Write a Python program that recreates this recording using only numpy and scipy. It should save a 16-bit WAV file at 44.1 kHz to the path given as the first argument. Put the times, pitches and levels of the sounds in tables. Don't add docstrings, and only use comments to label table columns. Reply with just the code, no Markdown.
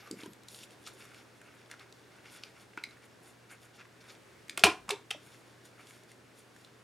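import sys
import numpy as np
from scipy import signal
from scipy.fft import rfft, irfft, next_fast_len
from scipy.io import wavfile
from scipy.ndimage import uniform_filter1d

SR = 44100
rng = np.random.default_rng(int(sys.argv[2]) if len(sys.argv) > 2 else 0)


def ratio_of_db(decibels):
    return 10 ** (np.asarray(decibels, float) / 20)


def dump(signal):
    limited = np.clip(np.atleast_2d(signal).T, -1, 1)
    pcm = np.round(limited * 32767).astype(np.int16)
    wavfile.write(sys.argv[1], SR, pcm)


N = 301465


def decay(t, t60):
    return np.exp(-np.log(1000) * t / t60)


def band(x, hz, width):
    b, a = signal.iirpeak(hz, hz / width, fs=SR)
    return signal.lfilter(b, a, x)


def between(x, low_hz, high_hz):
    return signal.sosfilt(signal.butter(3, [low_hz, high_hz], "band", fs=SR, output="sos"), x)


def shape(x, table):
    hz, db = np.transpose(table)
    size = next_fast_len(N)
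    f = np.maximum(np.arange(size // 2 + 1) * SR / size, 1)
    gain = ratio_of_db(np.interp(np.log(f), np.log(hz), db))
    return irfft(rfft(x, size) * gain, size)[:N]


def unit(x):
    return x / np.sqrt(np.mean(x ** 2))


def add(out, s, x, peak_db):
    i = int(s * SR)
    x = x[:N - i]
    out[i:i + len(x)] += x * ratio_of_db(peak_db) / np.abs(x).max()


def curve(s, level):
    return np.interp(np.arange(N) / SR, s, level)


def walk(rate):
    hold = int(SR / rate)
    steps = np.repeat(rng.standard_normal(N // hold + 1), hold)
    return unit(uniform_filter1d(steps, hold)[:N])


# f/Hz, level per Hz/dB
ROOM_TONE = [(20, -32), (40, -23.5), (80, -7.5), (150, -5), (250, -4.5), (400, -2.5), (800, -13),
             (1600, -10.5), (3200, -18.5), (9700, -25.5), (13700, -33.5), (16000, -38)]
# f/Hz, side minus mid/dB
ROOM_TONE_WIDTH = [(60, -4.5), (110, -12), (200, -5), (380, -7), (700, -1), (1290, -6.5), (2380, -5),
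                   (4400, -6.5), (8120, -12.5), (15000, -27.5)]
# f/Hz, level/dB
MAINS_HUM = [(119.5, -68)]


def air():
    mid = shape(rng.standard_normal(N), ROOM_TONE)
    side = shape(rng.standard_normal(N), ROOM_TONE)
    tone_db = -60.5
    gain = ratio_of_db(tone_db + 0.65 * walk(2.5)) / np.std(mid)
    t = np.arange(N) / SR
    hum = np.zeros(N)
    for hz, db in MAINS_HUM:
        level = np.sqrt(2) * ratio_of_db(db + 0.8 * walk(5.3))
        hum += level * np.sin(2 * np.pi * hz * t + 0.4 * walk(5.0))
    return gain * mid + hum, gain * shape(side, ROOM_TONE_WIDTH)


# f/Hz, level/dB, t60/s, side minus mid/dB
ECHOES = [(150, -19.5, 0.43, -21), (400, -25.5, 0.15, -16.5), (900, -15.5, 0.27, -21.5),
          (2680, -19, 0.19, -20.5), (4600, -25, .16, -10), (6000, -20, 0.24, -7.5), (11000, -22, 0.11, -30)]


def room(dry, gap_ms=5.2):
    t = np.arange(16384) / SR
    tail = np.zeros((2, len(t)))
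    for hz, db, t60, side_db in ECHOES:
        level = ratio_of_db([[db], [db + side_db]])
        tail += level * decay(t, t60) * band(rng.standard_normal((2, len(t))), hz, 0.9 * hz)
    tail *= np.clip(t * 1000 / gap_ms - 1, 0, 1) * ratio_of_db(-18.5)
    return signal.fftconvolve(dry[None], tail, axes=1)[:, :N]


def rustle(hz=11500, level_db=-72, end_s=0.37):
    fade = curve([end_s - 0.04, end_s], [1, 0])
    return unit(band(rng.standard_normal(N), hz, 500)) * fade * ratio_of_db(level_db)


# middle t/s, length/s, pressure level/dB, brightness/dB
CARD_IN = [(.05, .3, -65, -16), (0.224, 0.13, -56.5, -7), (.51, .09, -60.5, 5), (.575, 0.17, -56.5, 5.5),
           (.635, .07, -59, 3), (0.726, 0.08, -61, -7), (0.875, 0.059, -54.5, -1), (0.915, .3, -68, 4),
           (1.038, 0.19, -61, -2), (1.162, 0.17, -61, -7), (1.485, 0.48, -68.5, -14),
           (1.722, 0.065, -57.5, -9), (1.814, 0.086, -63.5, -19), (2.27, .08, -63, -18),
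           (2.34, 0.18, -59, -6), (2.46, 0.13, -62.5, -9), (2.596, 0.17, -66, -9.5),
           (2.155, 0.11, -67, -14), (2.915, 0.092, -68, -8), (3.044, 0.066, -63.5, -11),
           (3.283, 0.15, -62.5, -2), (3.528, 0.086, -58, -10.5), (3.64, 0.094, -64, -5),
           (3.756, 0.052, -63.5, -3), (3.804, 0.072, -60, -18), (4.018, 0.033, -64.5, -3),
           (4.101, 0.15, -60, -9)]
# middle t/s, length/s, pressure level/dB, brightness/dB
CARD_OUT = [
    (5.295, 0.3, -64, -3),
    (5.488, 0.13, -67.5, -5.5),
    (5.666, 0.08, -66, -1),
    (5.806, 0.064, -58.5, -13),
    (5.918, 0.25, -62, 2),
    (6.11, .07, -65, 0),
    (6.393, 0.12, -66.5, 4.5),
    (6.599, 0.18, -70, -4),
    (6.803, .06, -71, -9),
]


def strokes(share, db, rest_db):
    middle, length, press_db, bright_db = np.transpose(CARD_IN + CARD_OUT)[:, :, None]
    t = np.arange(0, N / SR, 1 / 500)
    swell = np.cos(np.pi * np.clip((t - middle) / length, -0.5, 0.5)).clip(0) ** 1.3
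    power = (swell * ratio_of_db(press_db + share * bright_db + db)) ** 2
    return curve(t, np.sqrt(power.sum(0) + ratio_of_db(rest_db) ** 2))


# share of brightness, level/dB
BAND_LEAN = [(-0.36, -10), (-0.55, -5), (0.17, -1.5), (0.5, -3.5)]
# from f/Hz, to f/Hz
SCRAPE_BANDS = [(1100, 2700), (2600, 6100), (6500, 12800)]
# f/Hz, width/Hz, level/dB
CARD_MODES = [(1450, 170, 3), (2203, 200, 2), (2740, 200, -2.5), (3500, 290, 4.5), (4500, 300, -1),
              (5500, 260, 0.5), (6950, 480, 2), (9090, 500, 4.5), (10470, 390, 0.5)]


def slide(grain_db=4.2, flicker_db=3.0):
    resting_db = (-69.5, -75, -78, -88)
    hands, *levels = [strokes(share, db, rest) for (share, db), rest in zip(BAND_LEAN, resting_db)]
    murmur = unit(between(rng.standard_normal(N), 170, 920))
    out = murmur * hands * ratio_of_db(1.5 * walk(16.0))
    for (low_hz, high_hz), level in zip(SCRAPE_BANDS, levels):
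        grains = ratio_of_db(grain_db * np.minimum(rng.exponential(size=N), 6))
        fibres = rng.standard_normal(N) * grains
        scrape = 1.8 * fibres
        for hz, width, db in CARD_MODES:
            if 0.8 * low_hz < hz < 1.2 * high_hz:
                scrape = scrape + ratio_of_db(db) * band(1.8 * fibres, hz, width)
        out += unit(between(scrape, low_hz, high_hz)) * level * ratio_of_db(flicker_db * walk(45.0))
    return out * curve([4.45, 4.48, 5.15, 5.21], [1, 0, 0, 1])


# t/s, peak level/dB, f/Hz, treble/dB
SOFT_TICKS = [(0.0737, -43, 1240, -14), (0.2028, -45, 3570, -19), (0.208, -44, 5200, -19),
              (0.213, -46, 2300, -15), (0.4845, -41, 6700, -30), (0.2337, -37, 2950, -22),
              (0.2594, -47, 3230, -5), (0.3318, -47.5, 3200, -7), (0.6327, -42, 2730, -11),
              (0.8706, -41, 1390, -16), (0.8725, -41, 2170, -12), (0.8673, -45, 3890, -16),
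              (0.873, -43, 3900, -15), (0.8765, -42, 3800, -6), (0.8828, -43.5, 1400, -12),
              (0.706, -48, 2640, -13), (1.052, -45.5, 1450, -14), (0.637, -42.5, 3500, -9),
              (2.733, -48, 1800, -27), (2.908, -48, 4000, -20), (2.97, -50, 1800, -17),
              (1.115, -49, 1450, -25), (1.144, -42, 2380, -17), (1.4143, -48, 1660, -7),
              (1.699, -49, 1780, -16), (1.7125, -35.5, 1880, -11.5), (1.7382, -41.5, 1510, -25),
              (1.7945, -43.5, 4000, -26), (1.8085, -50, 1330, -21), (2.256, -45, 2480, -25),
              (2.435, -34.5, 2470, -32), (3.5115, -46.5, 1530, -11), (3.8094, -46, 1850, -33),
              (3.852, -47.5, 1390, -27), (4.04, -47.5, 1320, -18), (4.1496, -46.5, 2650, -22),
              (4.9407, -45, 3320, -26), (5.6528, -49.5, 1394, -8), (5.7917, -47, 1290, -24),
              (5.869, -48, 2890, -8), (6.1155, -48, 2070, -5.5), (6.5622, -49, 1527, -10),
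              (5.907, -46, 2295, -12)]
# t/s, peak level/dB, f/Hz, treble/dB
SHARP_TICKS = [
    (0.1119, -32.5, 4500, -6),
    (0.434, -51, 3640, -9),
    (0.4843, -38.5, 3910, -13),
    (0.5453, -36.5, 3800, -19),
    (1.925, -42.5, 3960, -15),
    (2.4357, -32.5, 4450, -36),
    (6.6475, -41.5, 3700, -26),
    (1.66, -52, 3500, -21),
    (1.995, -56, 3500, -14),
    (6.035, -56, 3500, -5),
]


def ticks():
    out, t_ms = np.zeros(N), np.arange(2048) * 1000 / SR
    for table, rise_ms in [(SOFT_TICKS, 1.5), (SHARP_TICKS, 0.2)]:
        force = np.exp(-t_ms / 2.4) * np.minimum(t_ms / rise_ms, 1)
        for s, peak_db, hz, treble_db in table:
            paper, edge = rng.standard_normal((2, 2048)) * force
            paper = band(band(paper, hz, 0.23 * hz), hz, 2.1 * hz)
            edge = band(band(edge, 7400, 4600), 7600, 6500)
            add(out, s, paper, peak_db - 0.5)
            add(out, s, edge, peak_db + treble_db + 7)
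    return out


# t/s, peak level/dB, f/Hz, swell/ms, t60/s
DESK_BOOM = [(4.638, -38, 88, 9, 0.23), (4.636, -27.5, 190, 6, .13), (4.636, -18, 685, 3, 0.075),
             (4.6365, -20.5, 1066, 2.3, .1), (4.638, -21, 808, 2.4, 0.11), (4.642, -22, 405, 19, 0.085),
             (4.69, -37, 420, 12, .1), (4.662, -22, 734, 6, 0.1), (4.664, -21.5, 1000, 5, 0.07),
             (4.682, -29, 1050, 8, .1), (4.668, -27, 335, 12, 0.068), (4.91, -33, 410, 12, .07),
             (4.922, -33.5, 410, 14, .04), (4.76, -63, 55, 90, .5)]
# t/s, peak level/dB, f/Hz, swell/ms
DESK_BUMPS = [(0.109, -33, 311, 3.3), (0.12, -41, 380, 10), (0.122, -40, 225, 9), (0.132, -39, 400, 11),
              (0.135, -43, 260, 10), (0.16, -45, 200, 12), (0.19, -48, 300, 6), (0.285, -50, 330, 8),
              (0.3, -51, 190, 6), (0.315, -53, 200, 6), (0.025, -52, 1220, 8), (0.055, -51, 1230, 12),
              (0.07, -52, 1210, 12), (0.232, -36, 320, 4.3), (0.256, -39, 362, 7.5),
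              (0.272, -43.5, 201, 7.3), (2.774, -41.5, 345, 3), (2.775, -39, 940, 0.98),
              (2.871, -49, 237, 4.6), (4.576, -39, 667, 1.5), (4.595, -39, 697, 3), (4.611, -40.5, 400, 12),
              (4.879, -47, 199, 10.5), (4.901, -36, 520, 7), (4.925, -41, 900, 12), (4.91, -39, 1110, 5.5),
              (5.146, -42, 620, 2.4), (5.147, -47, 950, 2), (5.155, -50, 300, 6), (5.165, -54, 600, 4),
              (5.11, -41, 750, 3), (5.114, -47, 800, 3), (0.01, -56, 777, 30), (0.235, -50, 950, 8),
              (0.255, -50, 1000, 10), (0.255, -50, 1600, 5), (4.576, -41, 370, 3), (5.108, -44, 420, 2.3),
              (4.905, -37, 743, 6.8)]


def desk(bump_t60=0.04, wander_depth=1.3):
    out, t = np.zeros(N), np.arange(8192) / SR
    for s, peak_db, hz, swell_ms, t60 in DESK_BOOM + [bump + (bump_t60,) for bump in DESK_BUMPS]:
        swell = np.sin(np.pi / 2 * np.minimum(t * 1000 / swell_ms, 1)) ** 2
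        after = np.maximum(t - swell_ms / 1000, 0)
        drift = np.cumsum(uniform_filter1d(rng.standard_normal(len(t)), size=256))
        wander = drift * wander_depth * hz / SR * np.minimum(t / 0.03, 1)
        ring = np.sin(2 * np.pi * hz * t + wander) * decay(after, 4 * t60)
        blur = unit(band(band(rng.standard_normal(len(t)), hz, 0.3 * hz), hz, 0.61 * hz))
        add(out, s, (ring + 0.3 * blur) * swell * decay(after, t60), peak_db)
    return out


# f/Hz, level/dB, t60/s
PUNCH_MODES = [(710, -22, 0.97), (1022, -20.5, 0.35), (1230, -30.5, 0.35), (2054, -19, 0.21),
               (2183, -2.5, 0.018), (2430, -13, 0.11), (2410, -4.5, 0.12), (2440, -21, 0.33),
               (2650, -8.5, 0.11), (3000, -23, 0.29), (3140, -13.5, 0.091), (3490, -21, 0.53),
               (3600, -25, 0.31),
               (4540, -34.5, 0.19), (4802, -39.5, 0.55), (4850, -22, 0.14), (5380, -30, 0.33),
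               (5400, -19.5, 0.094), (6160, -23.5, 0.13), (7000, -34, 0.65), (6400, -25, 0.15),
               (8430, -25.5, 0.14), (7510, -22.5, 0.3), (8300, -23.5, 0.092), (8750, -32.5, 0.18),
               (8770, -20.5, 0.096)]
# t/s, peak level/dB, struck part f/Hz, treble/dB, chatter/ms
BLADE_CLACK = [(4.6367, -2, 2310, -16, 0.7), (4.637, 0, 3136, -15, 0.8), (4.6394, -7, 2900, -10.5, .8),
               (4.6405, -12, 6500, 1.5, 1.2), (4.6442, -10, 2900, -16, 2.5), (4.649, -13, 2750, -9, 2),
               (4.655, -14.5, 3100, -8.5, 3.4), (4.663, -17, 2687, -10, 4), (4.6402, -19.5, 5500, -8, 2),
               (4.64, -13, 3800, -20.5, 2), (4.6372, -16, 1440, -25, 1.5), (4.639, -19, 1660, -25, 1.5),
               (4.6455, -10, 2000, -20, 2), (4.667, -24, 3100, -12, 3), (4.695, -26, 2750, -15, 5)]
# t/s, peak level/dB, struck part f/Hz, treble/dB, chatter/ms
CARD_NUDGES = [
    (2.774, -28, 2300, -13, 0.72),
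    (2.7745, -30, 1470, -30, 1.2),
    (2.8367, -28, 2200, -10, .8),
    (2.837, -31, 4000, -7, .8),
    (2.842, -42, 2200, -20, 2),
    (2.844, -46, 4900, -15, 3),
    (2.784, -42, 2600, -30, 1.5),
    (2.782, -39, 1470, -30, 1.5),
]
# t/s, peak
# level/dB, struck part f/Hz, treble/dB, chatter/ms
LEVER_CLICKS = [(2.8375, -33, 4940, -8, 1.6), (4.4815, -43, 2260, -3, 1.6), (4.4951, -29, 2300, -20, 0.95),
                (4.495, -29, 3640, -7, 1), (4.495, -31, 4950, -12, 1.5), (4.4957, -34, 6800, -10, 1.6),
                (4.506, -45, 2300, -14, 1.8), (4.5745, -21, 8900, -20, 1.2), (4.577, -25.5, 3300, -10, 1.6),
                (4.891, -34, 7760, -20, 1.1), (4.915, -31, 2700, -9, 4), (5.109, -29, 5450, -14, 3),
                (4.5742, -20, 2600, -8, 1.1), (4.576, -25, 1410, -6, 2.1), (4.5935, -22.5, 4870, -14, 0.94),
                (4.594, -33, 6700, -14.5, 2.6), (4.878, -37, 900, -18, 5.7), (4.891, -23.5, 2500, -8, 1.5),
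                (4.89, -27, 1100, -11, 1.3), (4.891, -25, 5360, -18, 2.6), (4.899, -23, 900, -11.5, 3),
                (4.9053, -18, 3430, -6, 1.16), (4.905, -28, 2500, -6, 4), (4.907, -20.5, 3700, -12, 2.7),
                (5.105, -26, 2610, -4.5, 2.3), (5.1073, -23, 3710, -13, 1.9),
                (5.1102, -21.5, 3160, -12, 1.5), (5.109, -31, 1500, -16, 3.7),
                (5.1098, -25, 2350, -16, 1.5), (4.905, -27, 6200, -14, 3), (4.909, -24, 3100, -10, 1.2)]


def punch(rise=0.7, rattle_db=-16, rattle_t60=0.066):
    out, t = np.zeros(N), np.arange(4096) / SR
    t_ms = t[:1024] * 1000
    hz, db, t60 = np.transpose(PUNCH_MODES)[:, :, None]
    touches = [(BLADE_CLACK, 0.15, 0.65, 1.4, 0.016),
               (CARD_NUDGES, 0.09, 0.17, 6.0, 0.018),
               (LEVER_CLICKS, 0.03, 0.5, 1.5, 0.009)]
    knocks = [knock + tuple(touch) for table, *touch in touches for knock in table]
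    for s, peak_db, part_hz, treble_db, chatter_ms, ring, reach, clear, part_t60 in knocks:
        force = np.minimum(t_ms / (rise * chatter_ms), 1) ** 3 * np.exp(-t_ms / chatter_ms)
        contact = rng.standard_normal(1024) ** 3 * force
        snap = np.pad(rng.standard_normal(1024) * force, (0, 1024))

        phase, luck = rng.random((2, len(hz), 1))
        near = ratio_of_db(db + 6.4 * luck - 2.9 * (np.log2(hz / part_hz) / reach) ** 2)
        modes = near * np.sin(2 * np.pi * (hz * t + 0.26 * phase)) * decay(t, np.minimum(t60, 0.25) * ring)
        part = clear * near.max() * np.sin(2 * np.pi * part_hz * t) * decay(t, part_t60)
        body = signal.fftconvolve(contact, modes.sum(0) + part)
        body = band(body, part_hz, 2.5 * reach * part_hz)

        rattle = rng.standard_normal(len(t)) * decay(t, rattle_t60 * (1 + 3.7 * ring))
        rattle *= np.cos(np.pi / 2 * t / t[-1])
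        rattle = band(band(rattle, 1.1 * part_hz, 1.1 * part_hz), part_hz, 3 * reach * part_hz)
        crack = band(band(snap, part_hz, 0.52 * reach * part_hz), part_hz, 1.4 * reach * part_hz)
        treble = band(band(snap, 8200, 5200), 7200, 6200)

        add(out, s, rattle, peak_db + rattle_db)
        add(out, s, body, peak_db - 3)
        add(out, s, crack, peak_db - 9)
        add(out, s, treble, peak_db + treble_db - 1.3)
    return between(out, 760, 15500)


def scene():
    dry = rustle() + slide() + ticks() + punch()
    boom = desk()
    wet_mid, wet_side = room(dry + 0.75 * boom)
    air_mid, air_side = air()
    mid = dry + boom + wet_mid + air_mid
    side = wet_side + air_side + 0.09 * band(dry, 6500, 4500)
    return np.array([mid + side, mid - side])


def low_pass(x):
    return signal.sosfilt(signal.butter(12, 16490, fs=SR, output="sos"), x)


def record(dry):
    heard = signal.sosfilt(signal.butter(2, 35, "high", fs=SR, output="sos"), dry)
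    heard = np.clip(heard, -0.9, 0.9)
    heard = signal.sosfilt(signal.ellip(8, 0.2, 70, 15850, fs=SR, output="sos"), heard)
    return low_pass(heard)


dry = scene()
out = record(dry)
dump(out)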